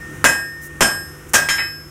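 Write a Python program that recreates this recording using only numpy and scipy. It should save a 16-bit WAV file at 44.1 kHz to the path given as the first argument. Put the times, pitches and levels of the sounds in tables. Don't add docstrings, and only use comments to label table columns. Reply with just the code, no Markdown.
import sys
import numpy as np
from scipy import signal
from scipy.fft import rfft, irfft
from scipy.io import wavfile
from scipy.ndimage import uniform_filter1d

SR = 44100
rng = np.random.default_rng(int(sys.argv[2]) if len(sys.argv) > 2 else 0)


def pcm_store(signal):
    levels = np.round(np.clip(np.atleast_2d(signal), -1, 1) * 32767)
    wavfile.write(sys.argv[1], SR, levels.astype(np.int16).T)


N = 83790
T = np.arange(N) / SR
HZ = np.fft.rfftfreq(N, 1 / SR)

# frequency_hz, density_db
AIR_SPECTRUM = [(20, -21), (33, -5.5), (48, -6.5), (68, 5), (100, 0.5), (125, -8), (200, -7), (260, -7),
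                (330, 0.5), (430, -12.5), (650, -18.5), (1000, -17.5), (1350, -11.5), (2200, -19.5),
                (3200, -24.5), (4500, -35), (5800, -24.5), (9000, -25.5), (12000, -31), (15500, -32)]
# pitch_hz, level_db
BLOWER_TONES = [(99.5, -52), (149.6, -40.5), (343, -51), (498, -51.5)]
# time_s, gain_db
FORGE_SWELL = [(0, 1), (.17, 3.5), (.55, -2.5), (.8, 0), (1.25, 0), (1.6, -1.5), (1.9, -3)]
# start_s, level_db, t60_s
HAMMER_RINGS = [(0, -29.5, 1.07), (0.2407, -22, 2.07), (0.8084, -25.5, 1.07), (1.3344, -20, 0.45),
                (1.4892, -21.5, 0.43), (1.5819, -18.5, 0.36)]
# start_s, clatter_db, clatter_tilt_db_per_octave, crack_db, thud_db, iron_db, spray_db, lag_s
BLOWS = [(0.2423, -11, -4.5, 0, -23.5, 4, -20.5, 0.00096), (.8072, -10, -3.5, -12, -22.5, 0, -19, 0.000793),
         (1.3347, -11.5, 2, -9, -32, 4, -11.5, .0042)]
# frequency_hz, density_db
CRACK_SPECTRUM = [(200, -31), (1600, 18), (3500, -43), (7000, -5), (11000, 1.5), (15500, -18)]
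# frequency_hz, density_db
THUD_SPECTRUM = [(30, -14), (70, -10), (150, -12.5), (290, -5.5), (400, -17), (800, -21), (3000, -70)]
ANVIL_MODES = {1616: (0.7164, -10, -12, -10.5, -15.5, -19.5), 2012: (0.28, -14.5, -42, -20, -19, -18.5),
               2537: (0.4027, -15, -24.5, -19.5, -29, -22.5), 3068: (.35, -26, -22, -43, -31, -31.5),
               3160: (0.26, -27, -21, -24.5, -19.5, -38), 3895: (0.2646, -29.5, -42, -28, -26.5, -32),
               5235: (0.7367, -19.5, -17.5, -23, -18, -21), 5588: (0.46, -43, -45, -33, -29, -41),
               6502: (0.25, -20, -20.5, -21, -20, -44), 7091: (0.24, -16, -17.5, -27, -17.5, -48),
               7321: (0.39, -19.5, -34, -32, -33, -45), 7470: (.5, -37, -26.5, -32, -37, -39),
               7903: (0.6, -31, -32, -31, -39, -45), 8125: (0.5364, -20, -16, -22.5, -30.5, -38),
               8565: (0.26, -38, -38, -40, -28, -34), 8945: (0.42, -26, -40, -41.5, -58, -44),
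               9523: (0.31, -42, -27, -30, -28.5, -60), 9889: (0.4, -44, -33, -38, -66, -57),
               10450: (0.38, -29, -35, -36, -33.5, -55), 10885: (0.34, -21.5, -25.5, -41, -60, -60),
               11020: (.45, -46, -52, -47, -37, -63), 11331: (0.96, -34.5, -30.5, -42, -32.5, -48),
               12410: (0.55, -31, -32, -41, -60, -60), 12740: (1.0, -60, -60, -58, -37, -60),
               13369: (0.84, -37, -33.5, -50, -43, -58), 14378: (0.5, -38, -40, -38, -51, -49),
               14557: (0.46, -42, -35, -30, -52, -60), 14822: (0.47, -30.5, -58, -31, -42, -58)}
# frequency_hz, density_db
CLATTER_SPECTRUM = [(60, -15.5), (200, -6), (400, -9), (600, -3.5), (1000, -5), (1600, -1.5), (2200, -9),
                    (3300, -9.5), (4000, -15.5), (4800, -13.5), (5400, -10.5), (7800, -15.5), (9500, -24),
                    (12500, -34), (15500, -43)]
# frequency_hz, t60_s
ROOM_DECAY = [(100, 0.33), (400, 0.41), (1000, 0.4), (3000, 0.32), (6000, 0.34), (10000, 0.4), (16000, .2)]
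# pitch_hz, t60_s, relative_db
IRON_MODES = [(549, 0.19, -27), (687, 0.29, -33), (1036, 0.083, -13), (1226, 0.1, -17), (1585, 0.29, -13.5),
              (1716, 0.28, -18.5), (1951, 0.36, -26)]
# frequency_hz, density_db
SPRAY_SPECTRUM = [(500, -16), (3000, -0.5), (4600, -15), (5400, 4), (8400, 4), (10500, -5), (13000, -11),
                  (15500, -20)]
# start_s, length_s, level_db
SPARKS = [(0.605, .085, -37.5), (1.283, 0.027, -40.5)]
# frequency_hz, density_db
SIZZLE_SPECTRUM = [(1000, -38), (4500, -16), (6000, -0.5), (10000, 0), (15000, -1)]
# start_s, clack_db, softness_db_per_octave
BOUNCES = [(1.4872, -17, 1.5), (1.5815, -21, 16)]
# frequency_hz, density_db
CLACK_SPECTRUM = [(100, -9), (400, -15.5), (700, -12.5), (1400, -4), (2000, 1), (2600, -6.5), (3300, -9),
                  (4400, -12.5), (6800, -35), (9000, -34), (15500, -32)]


def amp(db):
    return 10 ** (np.asarray(db) / 20)


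def unit_rms(x):
    return x / np.sqrt(np.mean(abs(x) ** 2) + 1e-20)


def curve_at(points, hz):
    table_hz, values = np.transpose(points)
    return np.interp(np.log(hz + 1), np.log(table_hz + 1), values)


def add(mix, start_s, sound):
    part = mix[max(round(start_s * SR), 0):][:len(sound)]
    part += sound[:len(part)]


def treble_octaves(hz, corner_hz=2570):
    return np.log2(np.maximum(hz / corner_hz, 1))


def noise(spectrum, tilt_db=0):
    colour = amp(curve_at(spectrum, HZ) + tilt_db * treble_octaves(HZ))
    return unit_rms(irfft(rfft(rng.standard_normal(N)) * colour, N))


def wander(rate_hz):
    knots = rng.standard_normal((400, 2)) @ [1, 1j] / np.sqrt(2)
    return np.interp(T * rate_hz, np.arange(len(knots)), knots)


def forge(air_db=-39, patch_db=-0.5, hum_waver=0.35):
    bands = signal.stft(noise(AIR_SPECTRUM), SR, nperseg=1024)[2]
    patches = uniform_filter1d(rng.standard_normal(bands.shape), 10, axis=0)
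    patches = unit_rms(uniform_filter1d(patches, 8, axis=1))
    air = signal.istft(bands * amp(patch_db * patches), SR, nperseg=1024)[1][:N]
    hum = np.zeros(N)
    for hz, db in BLOWER_TONES:
        tone = np.exp(2j * np.pi * (hz * T + rng.random()))
        hum += amp(db) * (tone * (1 + hum_waver * wander(rate_hz=6.95))).real
    swell_db = np.interp(T, *np.transpose(FORGE_SWELL))
    return (amp(air_db) * air + hum) * amp(swell_db)


def ring(hz, t60_s, db, waver=0.3, waver_fade_s=0.25, rise_s=0.0094):
    tone = np.exp(2j * np.pi * (hz * T + rng.random()))
    sway = 1 + waver * np.exp(-T / waver_fade_s) * wander(rate_hz=72.4)
    envelope = amp(db - 60 * T / t60_s) * (1 - np.exp(-T / rise_s))
    return envelope * (tone * sway).real


def hammer(pitch_hz=1830):
    out = np.zeros(N)
    ends = [row[0] for row in HAMMER_RINGS[1:]] + [N / SR]
    for (start_s, db, t60_s), end_s in zip(HAMMER_RINGS, ends):
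        add(out, start_s, ring(pitch_hz, t60_s, db, waver=0.097) * (T < end_s - start_s))
    return out


def blows(overtone_db=-30.5, second_crack_db=-11.5):
    out = np.zeros(N)
    for spot, row in enumerate(BLOWS):
        start_s, clatter_db, tilt_db, crack_db, thud_db, iron_db, spray_db, lag_s = row
        add(out, start_s, amp(crack_db) * crack() + amp(thud_db) * thud() + anvil(spot))
        add(out, start_s, amp(overtone_db) * overtones())
        landing = amp(clatter_db) * clatter(CLATTER_SPECTRUM, tilt_db) + amp(second_crack_db) * crack()
        add(out, start_s + lag_s, landing + amp(iron_db) * iron() + amp(spray_db) * scale_spray())
    return out


def crack(soft_db=0, rise_s=0.00025, fall_s=0.0017):
    envelope = np.minimum(T / rise_s, 1) * np.exp(-(T / fall_s) ** 2)
    return amp(-soft_db) * noise(CRACK_SPECTRUM, -soft_db) * envelope


def thud(peak_s=0.018, tail_s=0.04):
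    return noise(THUD_SPECTRUM) * np.minimum(T / peak_s, np.exp((peak_s - T) / tail_s))


def anvil(spot, late_fade_start_s=0.21, late_fade_db_per_s=122, reference_hz=1590):
    late_fade_db = np.maximum(T - late_fade_start_s, 0) * late_fade_db_per_s
    return sum(ring(hz, t60_s, levels_db[spot]) * amp(-late_fade_db * (reference_hz / hz) ** 2)
               for hz, (t60_s, *levels_db) in ANVIL_MODES.items())


def overtones(soft_db=0, count=44, low_hz=5370, high_hz=15060, t60_s=0.25, spread_db=12):
    t = T[:SR // 2]
    place, phase, strength = rng.random((3, count, 1))
    hz = low_hz + (high_hz - low_hz) * (np.arange(count)[:, None] + place) / count
    rolloff_db = 7 * np.log2(hz / low_hz) + soft_db * treble_octaves(hz)
    db = spread_db * (2 * strength - 1) - rolloff_db
    partials = amp(db) * np.sin(2 * np.pi * (hz * t + phase))
    return partials.sum(0) * amp(-60 * t / t60_s)


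def clatter(spectrum, tilt_db=0, rise_s=0.00039, hold_s=0.02, fall_s=0.004, tail_db=3):
    hz, t, bands = signal.stft(noise(spectrum, tilt_db), SR, nperseg=256)
    held = np.exp(-np.maximum(t - hold_s, 0) / fall_s)
    tail = amp(tail_db - 60 * t / curve_at(ROOM_DECAY, hz)[:, None])
    envelope = np.hypot(held, tail) / np.hypot(1, amp(tail_db))
    burst = signal.istft(bands * envelope, SR, nperseg=256)[1][:N]
    return burst * (1 - np.exp(-(T / rise_s) ** 2))


def iron():
    return sum(ring(hz, t60_s, db) for hz, t60_s, db in IRON_MODES)


def scale_spray(peak_s=0.012):
    return noise(SPRAY_SPECTRUM) * T / peak_s * np.exp(1 - T / peak_s)


def sparks():
    out = np.zeros(N)
    for start_s, length_s, db in SPARKS:
        swell = np.sin(np.pi * np.minimum(T / length_s, 1))
        add(out, start_s, amp(db) * noise(SIZZLE_SPECTRUM) * swell)
    return out


def bounces(crack_db=-22, overtone_db=-36.5):
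    out = np.zeros(N)
    for spot, (start_s, clack_db, soft_db) in enumerate(BOUNCES, len(BLOWS)):
        clack = amp(clack_db) * clatter(CLACK_SPECTRUM, -soft_db)
        add(out, start_s, clack + amp(crack_db) * crack(soft_db) + anvil(spot))
        add(out, start_s, amp(overtone_db) * overtones(soft_db))
    return out


def scene():
    lingering_anvil = ring(hz=5235, t60_s=0.58, db=-50)
    return (forge() + lingering_anvil + hammer() + blows() + sparks() + bounces())[None]


def record(dry, cutoff_hz=15800):
    rounded = dry / (1 + dry ** 6) ** (1 / 6)
    lowpass = signal.firwin(255, cutoff_hz, window=("kaiser", 8), fs=SR)
    return signal.oaconvolve(rounded, lowpass[None], "same")


dry = scene()
out = record(dry)
pcm_store(out)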